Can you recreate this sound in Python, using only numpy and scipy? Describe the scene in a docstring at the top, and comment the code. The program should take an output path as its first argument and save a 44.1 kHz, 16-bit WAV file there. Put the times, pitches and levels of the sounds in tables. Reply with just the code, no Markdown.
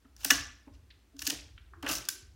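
"""A bare room with a board floor: a small dog tries to carry a long stick through a doorway.
The stick's ends rub and knock on the wooden frame in three flurries: grainy noise bursts for the bark,
decaying sines for the ringing stick and frame. Bumps add low notes, paws fall softly, dry rasps fill the gaps.
Decaying noise makes the room's answer; beneath lie a low rumble, faint hiss and, late on, a faint low note."""
import sys
import numpy as np
from scipy import signal
from scipy.io import wavfile
from scipy.ndimage import uniform_filter1d

SR = 44100
rng = np.random.default_rng(int(sys.argv[2]) if len(sys.argv) > 2 else 0)


def int16_out(signal):
    """Quantize to a 16-bit WAV file."""
    q = np.round(np.clip(np.atleast_2d(signal).T, -1, 1) * 32767)
    wavfile.write(sys.argv[1], SR, q.astype(np.int16))


N = 103635
T = np.arange(N) / SR


def from_db(db):
    """Decibels to amplitude gain."""
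    return 10 ** (np.asarray(db) / 20)


def rms_one(x):
    """Scale to rms 1."""
    return x / np.sqrt(np.mean(x ** 2) + 1e-20)


def at_hz(points, hz):
    """Interpolate a two-column table on a log-frequency axis."""
    points = np.array(points)
    return np.interp(np.log(hz), np.log(points[:, 0]), points[:, 1])


def filtered(x, order, cutoff_hz, kind):
    """Butterworth filter."""
    return signal.sosfilt(signal.butter(order, cutoff_hz, kind, fs=SR, output="sos"), x)


def narrow_noise(hz, width_hz):
    """Noise in one resonance, rms 1; the first second settles the filter and is dropped."""
    band_hz = [hz - width_hz / 2, hz + width_hz / 2]
    return rms_one(filtered(rng.standard_normal(N + SR), 2, band_hz, "band")[SR:])


def flicker(per_s, spread_db):
    """Random gain, rms 1: a new target per_s times a second, straight lines between."""
    targets = rng.standard_normal(2000)
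    return rms_one(from_db(spread_db * np.interp(T * per_s, np.arange(2000), targets)))


def mid_side(mid, side):
    """Stereo from the sum and difference parts."""
    return mid + side * np.array([[1], [-1]])


# stereo width: freq_hz, side_re_mid_db
WIDTH = [(100, -21), (600, -22), (1300, -34), (2800, -39), (4500, -16), (15000, -7)]
BAND_EDGES_HZ = np.geomspace(110, 17000, 31)


def banded(gain_at, side_db=0):
    """Stereo noise in 30 log-spaced bands; gain_at(hz) gives each band's gain or envelope."""
    out = 0
    white = rng.standard_normal((3, 2, N))  # neighbouring bands get different noise
    for k, (low_hz, high_hz) in enumerate(zip(BAND_EDGES_HZ, BAND_EDGES_HZ[1:])):
        hz = np.sqrt(low_hz * high_hz)
        mid, side = white[k % len(white)]
        noise = mid_side(mid, from_db(at_hz(WIDTH, hz) + side_db) * side)
        out = out + filtered(noise * gain_at(hz) + 1e-18, 3, [low_hz, high_hz], "band")
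    return out


def ring(times_s, levels_db, hz, t60_s):
    """One mode as a two-pole resonator, struck at the given times."""
    clicks = np.zeros(N)
    np.add.at(clicks, (times_s * SR).astype(int), from_db(levels_db))
    r = from_db(-60 / (t60_s * SR))
    w = 2 * np.pi * hz / SR
    return signal.lfilter([0, np.sin(w)], [1, -2 * r * np.cos(w), r * r], clicks + 1e-18)


def soft_hits(rows, modes, swell_s):
    """Under a soft contact the modes swell before they die: slow decay minus fast decay."""
    times_s, level_db = np.transpose(rows)
    swell_t60_s = swell_s * np.log(1000)
    out = 0
    for hz, mode_db, t60_s in modes:
        slow = ring(times_s, level_db + mode_db, hz, t60_s)
        fast = ring(times_s, level_db + mode_db, hz, swell_t60_s)
        out = out + slow - fast
    return out


# room's lowest resonances: freq_hz, width_hz, relative_level_db
RUMBLE_MODES = [(58.4, 17, 7), (88.4, 27, 0), (143, 50, -18.5)]
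# rumble level over time: time_s, level_db
RUMBLE_LEVEL = [(0.0, -70), (.23, -54), (.27, -65), (.38, -47), (.63, -64), (.76, -54.5), (1.11, -67.5),
                (1.26, -52), (1.31, -74), (1.35, -54), (1.64, -56), (1.99, -52), (2.07, -69.5),
                (2.3, -56.5)]
RUMBLE_SIDE_DB = -39


def rumble():
    """Noise in the room's lowest resonances, evened out, then made to waver by the level table."""
    mid, side = (sum(from_db(db) * narrow_noise(hz, width_hz) for hz, width_hz, db in RUMBLE_MODES)
                 for _ in range(2))
    even_mid = mid / np.sqrt(uniform_filter1d(mid ** 2, size=2200) + 1e-9)  # 50 ms window
    level_db = np.interp(T, *np.transpose(RUMBLE_LEVEL))
    return from_db(level_db) * mid_side(even_mid, from_db(RUMBLE_SIDE_DB) * rms_one(side))


# hiss spectrum: freq_hz, relative_density_db
HISS_SPECTRUM = [(120, -3.5), (300, 4.5), (550, -8.5), (1600, -10.5), (5500, -16), (15500, -24)]
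HISS_DB = -71


def hiss():
    """Faint steady noise, weaker toward the treble."""
    return from_db(HISS_DB) * rms_one(banded(lambda hz: from_db(at_hz(HISS_SPECTRUM, hz))))


# faint low note: freq_hz, width_hz, middle_s, half_length_s, level_db
LOW_NOTE = (352, 70, 2.0, .26, -65)


def low_note():
    """Narrow-band noise that swells and fades under the last flurry."""
    hz, width_hz, middle_s, half_length_s, db = LOW_NOTE
    swell = np.exp(-np.square(np.square((T - middle_s) / half_length_s)))
    return from_db(db) * swell * narrow_noise(hz, width_hz)


# room reverberation: freq_hz, t60_s, level_db
ROOM = [(144, .3, -2), (300, 0.52, -11), (740, .44, -4), (1750, .5, -6), (2650, .47, -6), (5500, .42, -7),
        (8900, .33, -7), (15000, .2, -10)]
ROOM_SIDE_DB = -18  # added to WIDTH


def room(x):
    """Diffuse reflections as banded noise tails: quick build-up, decay time set by frequency."""
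    table = np.array(ROOM)
    build_up = np.clip((T - .004) / .006, 0, 1)

    def tail(hz):
        decay = build_up * from_db(-60 * T / at_hz(table[:, :2], hz))
        level = from_db(at_hz(table[:, ::2], hz))
        return level * decay / np.sqrt(np.sum(decay ** 2))

    mono = x.mean(axis=0)[None]
    return signal.fftconvolve(mono, banded(tail, ROOM_SIDE_DB), axes=1)[:, :N]


SCATTER_ABOVE_HZ, SCATTER_WIDTH_HZ = 2200, 450


def scatter(x):
    """Wood radiates treble unevenly by direction; random frequency shifts blur the reflections' peaks."""
    low = filtered(x, 4, SCATTER_ABOVE_HZ, "low")
    high = filtered(x, 4, SCATTER_ABOVE_HZ, "high")
    wander = np.interp(T * SCATTER_WIDTH_HZ, np.arange(N), rng.standard_normal(N))
    shift_hz = SCATTER_WIDTH_HZ * rms_one(wander)
    turn = np.exp(2j * np.pi * np.cumsum(shift_hz) / SR)
    return low + np.real(signal.hilbert(high) * turn)


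# soft paw falls: start_s, level_db
PAW_FALLS = [(.715, -46.5), (1.19, -56), (1.545, -45), (2.225, -46.5)]
# floor board modes: freq_hz, relative_level_db, t60_s
BOARD_MODES = [(76.6, -0.5, 0.32), (92, 5.5, 0.1)]


def paw_falls():
    """Soft paws excite the low modes of the floor boards."""
    return soft_hits(PAW_FALLS, BOARD_MODES, swell_s=0.0083)


# small dry rasps between the flurries: start_s, level_db, low_hz, high_hz
RASPS = [(.902, -53.5, 1672, 4740), (0.907, -52, 1700, 4370), (1.576, -46.5, 1260, 3550),
         (1.734, -48.5, 856, 1873)]
RASP_ATTACK_S, RASP_DECAY_S = 0.0039, 0.0078
GRAINS_PER_S, RUB_GRAIN_DB = 340, 3


def rasps():
    """The stick shifts a little: brief band-passed noise with a grainy gain."""
    out = 0
    for start_s, db, low_hz, high_hz in RASPS:
        attack = np.clip((T - start_s) / RASP_ATTACK_S, 0, 1)
        decay = np.exp(-np.clip((T - start_s) / RASP_DECAY_S, 0, 40))
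        noise = rms_one(filtered(rng.standard_normal(N), 4, [low_hz, high_hz], "band"))
        out = out + from_db(db) * attack * decay * noise
    return out * flicker(GRAINS_PER_S, RUB_GRAIN_DB)


# bumps on stick and frame: start_s, level_db, flex_pitch_hz, time_to_peak_s
BUMPS = [(.045, -53, 262, 0.013), (0.25, -41, 276, 0.017), (.308, -30, 273.4, .015),
         (.668, -44.5, 275, .011), (1.132, -49, 277.7, 0.027), (1.217, -51, 300, 0.014),
         (1.271, -36, 282.5, 0.015), (1.318, -42.5, 301.6, 0.014), (1.761, -57, 333, .028),
         (1.825, -34.5, 283, 0.018), (1.899, -34.5, 304, 0.0094)]
# frame's low modes: freq_hz, relative_level_db, t60_s
LOW_MODES = [(428, -13.5, 0.13), (664, -16.5, .15)]
FLEX_SHARPNESS = 4.9  # exponent on the swell shape


def bumps():
    """The stick flexes in a short low note, damped by the dog's jaws, and stirs the frame's low modes."""
    out = soft_hits([row[:2] for row in BUMPS], LOW_MODES, swell_s=.004)
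    for start_s, db, hz, peak_s in BUMPS:
        age = np.clip((T - start_s) / peak_s, 0, 20)
        swell = (age * np.exp(1 - age)) ** FLEX_SHARPNESS
        out = out + from_db(db) * swell * np.sin(2 * np.pi * hz * (T - start_s))
    return out


# frequencies of the four contact levels in RUBS and KNOCKS: freq_hz
CONTACT_HZ = (700, 2000, 5000, 12000)


def force_db(rows, hz):
    """Strength of each contact at one frequency."""
    levels_db = [row[2:][:len(CONTACT_HZ)] for row in rows]
    return np.array([np.interp(np.log(hz), np.log(CONTACT_HZ), row_db) for row_db in levels_db])


# colour of the wood under a contact: freq_hz, gain_db
WOOD = [(150, -5.5), (400, -6.5), (850, -4), (1300, 0), (1650, -0.5), (2150, -6), (2800, 6), (3400, -1),
        (4400, -0.5), (5800, 4), (8000, -2), (11000, -1), (15000, -2)]
PATCHES_PER_S = 90


def contacts(rows, attack_s, release_s, grain_db, patchy_db):
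    """Rough bark: grainy bursts of tiny slips, each band flickering as the contact point moves."""
    shapes = []
    for start_s, length_s, *_ in rows:
        attack = np.clip((T - start_s) / attack_s, 0, 1)
        release = np.exp(-np.clip((T - start_s - length_s) / release_s, 0, 40))
        shapes.append(attack * release)
    shapes = np.array(shapes)
    grain = flicker(GRAINS_PER_S, grain_db)

    def envelope(hz):
        strength = from_db(force_db(rows, hz) + at_hz(WOOD, hz))
        return grain * flicker(PATCHES_PER_S, patchy_db) * (strength @ shapes)

    return banded(envelope)


# stick modes: freq_hz, relative_level_db, t60_s
STICK_MODES = [(1555, 1, .045), (1180, -7, .04), (2620, -7, .025), (3493, -1, .032), (4300, -3.5, .022),
               (5195, 0, .028), (5650, -2, .022), (6150, -4, .022), (6740, -2, .03), (8750, -3, .025)]
STRIKE_SPREAD_DB = 1.5


def stick_ring(times_s, strength_db, detune):
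    """Decaying sines, shifted in pitch and level per blow; strength_db(hz) gives each blow's level."""
    out = np.zeros(N + SR)
    age_s = T[:SR // 10]
    starts = (times_s * SR).astype(int)
    for hz, mode_db, t60_s in STICK_MODES:
        chance = rng.standard_normal((200, 2))
        for start, blow_db, (shift, spread) in zip(starts, strength_db(hz), chance):
            level_db = blow_db + mode_db + STRIKE_SPREAD_DB * spread - 60 * age_s / t60_s
            tone = np.sin(2 * np.pi * hz * (1 + detune * shift) * age_s)
            out[start:start + len(age_s)] += from_db(level_db) * tone
    return out[:N]


# stick tip rubbing along the frame: start_s, length_s, then level_db at each of the four CONTACT_HZ
RUBS = [(.040, 0.0097, -47, -47, -81, -80), (.17, 0.039, -54, -62, -59.5, -65),
        (.201, .026, -49, -51, -51.5, -55), (.231, .012, -36.5, -36, -41, -44),
        (.252, 0.053, -62, -51, -36.5, -48), (.660, 0.018, -38, -55.5, -76, -78),
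        (.727, .022, -59.5, -63, -58.5, -82.5), (1.18, 0.034, -52.5, -57, -48, -50),
        (1.24, 0.023, -37, -49, -41, -43), (1.275, 0.063, -31.5, -58, -51, -64),
        (1.828, 0.026, -29, -35.5, -54, -66), (1.857, .06, -27.5, -27, -45.5, -50),
        (1.884, 0.052, -59, -59, -33, -40.5), (1.925, 0.044, -43, -47, -38.5, -41)]


def scrapes():
    """The tip rubs along the frame: longer, patchy bark noise."""
    return contacts(RUBS, attack_s=0.014, release_s=.0077, grain_db=RUB_GRAIN_DB, patchy_db=4)


SNAGS_PER_S, SNAG_DB, SNAG_SPREAD_DB = 110, -15, 3  # levels relative to the rub


def snags():
    """The rubbing tip catches at uneven moments, which sets the stick ringing."""
    draws = rng.random((len(RUBS), 40))
    catches = []
    for k, (start_s, length_s, *_) in enumerate(RUBS):
        for i in range(min(int(length_s * SNAGS_PER_S), draws.shape[1])):
            catches.append((k, start_s + (i + draws[k, i]) / SNAGS_PER_S))
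    which, times_s = np.transpose(catches)
    which = which.astype(int)
    size_db = SNAG_DB + SNAG_SPREAD_DB * rng.standard_normal(len(times_s))
    return stick_ring(times_s, lambda hz: force_db(RUBS, hz)[which] + size_db, detune=.05)


# knocks of the stick: start_s, length_s, level_db at each of the four CONTACT_HZ,
# frame_ring_db, stick_ring_db
KNOCKS = [(0.164, 0.0012, -50, -83, -45.5, -54, -70.5, -68.5),
          (0.2457, .0028, -22.5, -20, -20.5, -17.5, -44, -55),
          (0.3033, .0016, -19, -10, -31, -23, -39.5, -22), (0.3056, 0.0012, -8, -19, -5, -22, -16.5, -33),
          (0.3106, 0.00096, -16.5, -9, -17.5, -15, -35.5, -47),
          (1.165, .0025, -58.5, -61, -51.5, -62, -79.5, -64.5),
          (1.191, .0022, -58, -49, -29.5, -46, -64.5, -64.5),
          (1.2181, 0.0063, -44.5, -32, -32.5, -37.5, -47, -46),
          (1.2665, 0.0029, -50.5, -31, -15.5, -29, -48, -46.5),
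          (1.273, 0.0019, -48.5, -32.5, -23, -25, -40, -56),
          (1.2985, 0.006, -55, -21.5, -23, -29.5, -74, -42),
          (1.8257, 0.0044, -24, -35.5, -43.5, -50, -59.5, -54.5),
          (1.8635, 0.0062, -22, -19, -44.5, -57, -42, -45.5),
          (1.876, 0.005, -22.5, -38.5, -34.5, -46, -67, -52),
          (1.886, 0.0057, -33, -42, -30, -33, -65.5, -63), (1.9112, 0.01, -36, -39.5, -28.5, -34, -60, -43),
          (1.934, 0.0013, -45, -45, -24, -39, -58, -47), (1.952, 0.00082, -46.5, -33, -24, -31, -61, -44),
          (1.982, 0.002, -51.5, -64, -33, -39, -57, -53),
          (2.0518, 0.00099, -68, -61.5, -38.5, -46.5, -68, -52.5),
          (2.0862, 0.0033, -63, -28.5, -20.5, -25, -46, -31.5)]
KNOCK_ATTACK_S = .0005


def cracks():
    """The stick knocks on the frame: short, sharp bark noise."""
    return contacts(KNOCKS, KNOCK_ATTACK_S, release_s=.0022, grain_db=1.5, patchy_db=1.5)


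# frame modes: freq_hz, relative_level_db, t60_s
FRAME_MODES = [(1510, -5, 0.097), (1640, -19, 0.35), (1725, 6, 0.052), (1961, -3.5, .07),
               (2090, -6.5, 0.035), (2607, 8, 0.014), (2894, -1.5, 0.12)]


def knock_rings():
    """Each knock sets frame and stick ringing; the frame's modes alternate in sign."""
    times_s, *_, frame_db, stick_db = np.transpose(KNOCKS)
    times_s = times_s + KNOCK_ATTACK_S
    frame = 0
    for k, (hz, mode_db, t60_s) in enumerate(FRAME_MODES):
        frame = frame + (-1) ** k * ring(times_s, frame_db + mode_db, hz, t60_s)
    return frame + stick_ring(times_s, lambda hz: stick_db, detune=.008)


RING_LOW_CUT_HZ = 1400  # narrow pieces of wood radiate little bass
RING_ROOM_DB = -6


def scene():
    """Background, paws, stick and frame; cracks and scrapes feed the room more than the rings do."""
    background = rumble() + hiss() + low_note()
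    wood = cracks() + scrapes() + rasps() + bumps()
    rings = filtered(knock_rings() + snags(), 2, RING_LOW_CUT_HZ, "high")
    reflections = scatter(room(wood + from_db(RING_ROOM_DB) * rings))
    return background + paw_falls() + reflections + wood + rings


PEAK_LIMIT, CUTOFF_HZ = .8, 15900


def record(dry):
    """Round the loudest peaks, then cut the top steeply."""
    rounded = PEAK_LIMIT * np.tanh(dry / PEAK_LIMIT)
    low_pass = signal.ellip(10, .2, 80, CUTOFF_HZ, fs=SR, output="sos")  # ripple dB, stop-band dB
    return signal.sosfilt(low_pass, rounded)


dry = scene()
out = record(dry)
int16_out(out)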